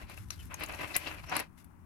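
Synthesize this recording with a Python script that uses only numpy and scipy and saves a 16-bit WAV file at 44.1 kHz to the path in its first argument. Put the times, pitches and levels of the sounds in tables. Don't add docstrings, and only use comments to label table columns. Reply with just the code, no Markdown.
import sys
import numpy as np
from scipy import signal
from scipy.fft import rfft, irfft
from scipy.io import wavfile

SR = 44100
rng = np.random.default_rng(int(sys.argv[2]) if len(sys.argv) > 2 else 0)


def file_out(sig):
    cols = np.atleast_2d(sig).T
    lim = np.clip(cols, -1, 1)
    pcm = np.round(lim * 32767).astype(np.int16)
    wavfile.write(sys.argv[1], SR, pcm)


N = 81585
T = np.arange(N) / SR
HZ = np.maximum(np.fft.rfftfreq(2 * N, 1 / SR), 1)

# peak, rise and fall times in seconds, relative level
# in dB, gritty edge in dB against that level, tone in Hz, tone in dB against that level.
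PUSHES = [(0.019, 0.045, 0.02, -47, -12.5, 940, -4), (0.103, 0.017, 0.033, -46.5, -9, 2340, -7),
          (0.177, 0.0012, 0.0029, -39.5, -21, 2670, -9), (.324, 0.0075, 0.017, -57.5, 8, 5470, -2),
          (0.515, 0.008, 0.022, -44.5, -37, 1170, -2), (0.544, 0.0083, 0.0051, -41, -11, 875, 0.5),
          (0.619, 0.022, 0.019, -35.5, -10.5, 2310, -9.5), (0.636, 0.0043, 0.01, -35.5, -7.5, 1010, -25),
          (0.696, 0.02, 0.035, -39.5, -16.5, 1400, -10), (0.747, 0.031, 0.023, -43.5, -14, 846, -1.5),
          (0.809, 0.017, 0.022, -34, -15, 1910, -8), (0.834, 0.0032, 0.024, -33.5, -18, 970, -23),
          (0.909, 0.025, 0.029, -41, -16, 2420, -20), (0.948, 0.0065, 0.008, -42.5, 6, 4330, -6),
          (0.961, 0.0083, 0.0071, -30, -12.5, 2140, -1), (1.025, 0.053, 0.03, -43, -10.5, 2500, -4),
          (1.073, 0.014, 0.013, -35, -5.5, 2700, -1.5), (1.12, 0.056, 0.05, -41.5, -19, 1350, -8),
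          (1.2, 0.027, 0.0049, -48, -8.5, 2390, -1.5), (1.242, 0.0065, 0.0037, -48.5, -4, 985, 2),
          (1.296, 0.02, 0.036, -43, -15, 5650, -9), (1.324, 0.0053, 0.012, -29, -16, 910, 1.5),
          (1.367, 0.025, 0.02, -30.5, -7.5, 1020, -5), (1.403, 0.0076, 0.016, -34.5, -10, 710, -4)]
# frequency in Hz, relative gain in dB.
SCRAPE_SPECTRUM = [(80, -6.5), (170, 3), (240, -5), (420, -0.5), (700, 1), (1300, -1), (2100, -0.5),
                   (2850, -3), (3400, -12.5), (5000, -26), (6500, -29), (16000, -34)]
# frequency in Hz, width in Hz, gain in dB.
TUB_RESONANCES = [(309.4, 49, 5), (513, 5.6, -15.5), (650, 23, -11), (1008, 35, -6.5), (2470, 70, -3),
                  (2599, 57, 2)]
# time in seconds, relative level in dB.
RUSTLE_LEVELS = [(0, -50), (.07, -63.5), (.12, -48.5), (.16, -55.5), (.185, -44), (.255, -57.5),
                 (.303, -60.5), (.32, -45), (.375, -56.5), (.405, -47.5), (.5, -56.5), (.6, -53),
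                 (.77, -45), (.93, -45.5), (.98, -39), (1.04, -50.5), (1.08, -43), (1.14, -49), (1.27, -54),
                 (1.39, -47), (1.44, -57), (1.48, -77), (1.571, -70.5), (1.58, -51), (1.7, -75),
                 (1.85, -79)]
# frequency in Hz, relative gain in dB.
RUSTLE_SPECTRUM = [(400, -19), (1500, 10), (3000, 1), (3700, 1), (5500, 1.5), (7500, 0.5), (9000, -4),
                   (11500, 3.5), (12800, 2), (14000, -7), (16000, -15)]
# time in seconds, relative level in dB.
BUMP_LEVELS = [(0, -59), (.04, -45.5), (.13, -54), (.22, -42.5), (.32, -48.5), (.45, -44.5), (.56, -49.5),
               (.72, -49.5), (.82, -55), (1.05, -57), (1.14, -53.5), (1.26, -46.5), (1.33, -70),
               (1.55, -62), (1.85, -57)]
# frequency in Hz, relative gain in dB.
BUMP_SPECTRUM = [(20, -20), (45, 6.5), (83, 9.5), (115, 1), (170, -7.5), (300, -14), (600, -34.5),
                 (2000, -66.5)]
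# frequency in Hz, relative gain in dB.
ROOM_SPECTRUM = [(20, -9), (50, -9), (75, -3), (115, -12.5), (165, -1.5), (230, -11), (300, -11),
                 (480, -29), (1000, -19), (2300, -35.5), (3500, -51), (7000, -47.5), (16000, -45.5)]
# start in seconds, relative level in dB, stick ring in Hz,
# then the ring and the tub knock, each in dB against the crack.
STICK_HITS = [(.0980, -49.5, 8700, -29, 1), (0.3043, -46.5, 4260, 6, 7.5), (.3060, -41, 5770, 10.5, 0),
              (0.4551, -50.5, 7440, -13, -20), (0.5427, -40, 6320, 4.5, -24), (0.597, -49, 10000, -7, -15),
              (0.6056, -48.5, 12400, -17, -17), (0.6368, -35.5, 10700, -2, -13),
              (0.6618, -43, 6900, -1, -20), (0.688, -45, 11800, -7, -12), (0.7245, -48.5, 6350, 0, -18),
              (0.7479, -49, 5760, 3, -15), (0.9533, -42, 5600, 11.5, -15), (0.9647, -17.5, 11530, -9, -41),
              (0.9668, -24, 13600, -1, -30), (1.114, -54, 6900, 3.5, -10),
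              (1.2964, -43.5, 5670, 3.5, -16.5), (1.3532, -46.5, 9200, -0.5, 16),
              (1.3664, -23.5, 10300, -8, -1.5), (1.393, -40, 5440, 7, 11), (1.3993, -31, 10850, -7, -13),
              (1.4045, -41, 10100, -11, -3), (1.6451, -51.5, 11100, -10, -17)]
# time in seconds, extra lead of the left side in dB.
CLICK_PAN = [(.55, 7.5), (.7, 2)]
# frequency in Hz, relative gain in dB.
CRACK_SPECTRUM = [(300, -6), (6500, -11), (7800, 2), (9000, -6), (11000, 5), (14000, -3.5), (15500, -11.5),
                  (17000, -26)]
# middle and length in seconds, pitch in Hz, relative level in dB.
STICK_CATCHES = [(.401, 0.012, 3010, -49.5), (.408, 0.039, 3030, -56), (0.413, 0.023, 2650, -61)]
# frequency in Hz, lead in dB.
LEFT_MIC_LEAD = [(60, 4.0), (250, 3.6), (550, 1.0), (1000, 1.2), (1900, 4.5), (2600, 10.5), (4200, 3),
                 (6200, 4.5), (7700, 1.5), (8800, 13), (10500, 11), (14000, 1.5)]

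SCRAPE_DB, RUSTLE_DB, BUMP_DB, ROOM_TONE_DB, CLICK_DB = -3, -10.5, -1, -58.5, -3
TUB_DECAY_S, ROOM_T60_S = 0.0024, 0.081
SLIPS_PER_S, SLIP_SCATTER_DB, JUDDER_HZ, JUDDER_DB = 3200, 3.5, 111.16, 1.62
EDGE_HZ, EDGE_WIDTH_HZ, TONE_WIDTH_HZ = 4230, 2030, 695
CRUMBS_PER_S, CRUMB_SCATTER_DB, FLICKER_HZ, FLICKER_DB = 6000, 4, 110.8, 3
CRACK_S, CHIP_S, CHIP_DB, CLICK_SPAN_S = 0.00065, .007, -30, .002
RING_WIDTH_HZ, KNOCK_HZ, KNOCK_WIDTH_HZ = 1220, 1510, 1500
SQUEAK_FALL_HZ_PER_S, SQUEAK_WOBBLE_HZ = 4000, 129
TOP_HZ = 16300


def undb(db):
    return 10 ** (np.asarray(db) / 20)


def unit(x):
    return x / np.sqrt(np.mean(x ** 2, axis=-1, keepdims=True))


def envelope(points):
    return undb(np.interp(T, *np.array(points).T))


def colour(points):
    hz, db = np.array(points).T
    return undb(np.interp(np.log(HZ), np.log(hz), db))


def causal(gain):
    cepstrum = irfft(np.log(gain))
    cepstrum[1:N] *= 2
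    cepstrum[N + 1:] = 0
    return np.exp(rfft(cepstrum))


def through(x, response):
    return irfft(rfft(x, 2 * N) * response / np.sqrt(np.mean(abs(response) ** 2)))[..., :N]


def resonate(x, hz, width_hz):
    return signal.lfilter(*signal.iirpeak(hz, hz / width_hz, fs=SR), x)


def ring(x, hz, width_hz):
    return unit(resonate(resonate(x, hz, width_hz), hz, width_hz))


def wander(rate_hz):
    return np.interp(T * rate_hz, np.arange(4096), rng.standard_normal(4096))


def grains(per_s, scatter_db, shared):
    size = undb(scatter_db * np.minimum(rng.exponential(size=(3, N)), 4))
    sign = rng.choice([-1, 1], (3, N))
    hits = size * sign * (rng.random((3, N)) < per_s / SR)
    return unit(shared * hits[0] + hits[1:])


def pan(left_db):
    return undb(np.array([[left_db], [-left_db]]) / 2)


def space(x, tub_db, room_db):
    tub_fade = np.exp(-T / TUB_DECAY_S) * (1 - np.exp(-T / .001))
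    room_fade = undb(-60 * T / ROOM_T60_S) * (1 - np.exp(-T / .008))
    tub = unit(rng.standard_normal((2, N)) * tub_fade)
    room = unit(rng.standard_normal((2, N)) * room_fade)
    reflections = (undb(tub_db) * tub + undb(room_db) * room) / np.sqrt(N)
    echoes = signal.fftconvolve(np.atleast_2d(x), reflections, axes=1)[:, :N]
    return (x + echoes) / np.sqrt(1 + undb(tub_db) ** 2 + undb(room_db) ** 2)


def rumble(spectrum, shared):
    noise = shared * rng.standard_normal(N) + rng.standard_normal((2, N))
    return unit(through(noise, colour(spectrum)))


def chalk_scrapes():
    body, edge, tone = (grains(SLIPS_PER_S, SLIP_SCATTER_DB, shared=.45) for _ in range(3))
    judder = unit(undb(JUDDER_DB * wander(JUDDER_HZ)))
    body_power = edge_power = tones = 0
    for peak, rise, fall, db, edge_db, tone_hz, tone_db in PUSHES:
        push = undb(db) * judder * np.exp(-np.maximum((peak - T) / rise, (T - peak) / fall))
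        body_power += push ** 2
        edge_power += (undb(edge_db) * push) ** 2
        tones += undb(tone_db) * push * ring(tone, tone_hz, TONE_WIDTH_HZ)
    grind = through(body * np.sqrt(body_power), causal(colour(SCRAPE_SPECTRUM)))
    tub_ring = sum(undb(db) * resonate(grind, hz, width) for hz, width, db in TUB_RESONANCES)
    grit = np.sqrt(edge_power) * ring(edge, EDGE_HZ, EDGE_WIDTH_HZ)
    return undb(SCRAPE_DB) * space(tones + grind + tub_ring + grit, tub_db=-9.5, room_db=-10.5)


def crumb_rustle():
    flicker = unit(undb(FLICKER_DB * wander(FLICKER_HZ)))
    crumbs = grains(CRUMBS_PER_S, CRUMB_SCATTER_DB, shared=0.32) * envelope(RUSTLE_LEVELS) * flicker
    crackle = through(crumbs, causal(colour(RUSTLE_SPECTRUM)))
    return undb(RUSTLE_DB) * space(pan(left_db=5) * crackle, tub_db=-12, room_db=-16)


def handling_bumps():
    return undb(BUMP_DB) * envelope(BUMP_LEVELS) * rumble(BUMP_SPECTRUM, shared=1.0)


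def room_tone():
    return undb(ROOM_TONE_DB) * pan(left_db=6.5) * rumble(ROOM_SPECTRUM, shared=0.1)


def stick_clicks():
    cracks = rings = 0
    for start, db, ring_hz, ring_db, knock_db in STICK_HITS:
        age = np.maximum(T - start, 0)
        contact = (T >= start) * (np.exp(-age / CRACK_S) + undb(CHIP_DB) * np.exp(-age / CHIP_S))
        crack, stick, tub = contact * rng.standard_normal((3, 2, N)) + 1e-18
        mic_gains = undb(db) * pan(np.interp(start, *np.array(CLICK_PAN).T))
        stick_ring = undb(ring_db) * ring(stick, ring_hz, RING_WIDTH_HZ)
        tub_knock = undb(knock_db) * ring(tub, KNOCK_HZ, KNOCK_WIDTH_HZ)
        cracks += mic_gains * unit(crack)
        rings += mic_gains * (stick_ring + tub_knock)
    clicks = through(cracks, causal(colour(CRACK_SPECTRUM))) + rings
    clicks *= np.sqrt(CLICK_SPAN_S * SR / N)
    return undb(CLICK_DB) * space(clicks, tub_db=-4.5, room_db=-14.5)


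def stick_squeaks():
    squeaks = 0
    for middle, length, hz, db in STICK_CATCHES:
        offset = T - middle
        pitch = hz - SQUEAK_FALL_HZ_PER_S * offset + SQUEAK_WOBBLE_HZ * wander(rate_hz=900)
        swell = np.exp(-(2 * offset / length) ** 2)
        squeaks += undb(db) * swell * np.sin(2 * np.pi * np.cumsum(pitch) / SR)
    return space(squeaks, tub_db=-9, room_db=-12)


def scene():
    background = handling_bumps() + room_tone()
    mix = chalk_scrapes() + stick_clicks() + stick_squeaks() + crumb_rustle() + background
    left_gain = np.sqrt(colour(LEFT_MIC_LEAD))
    return irfft(rfft(mix, 2 * N) * np.array([left_gain, 1 / left_gain]))[:, :N]


def record(dry):
    return signal.sosfilt(signal.ellip(8, .2, 70, TOP_HZ, fs=SR, output="sos"), dry)


dry = scene()
out = record(dry)
file_out(out)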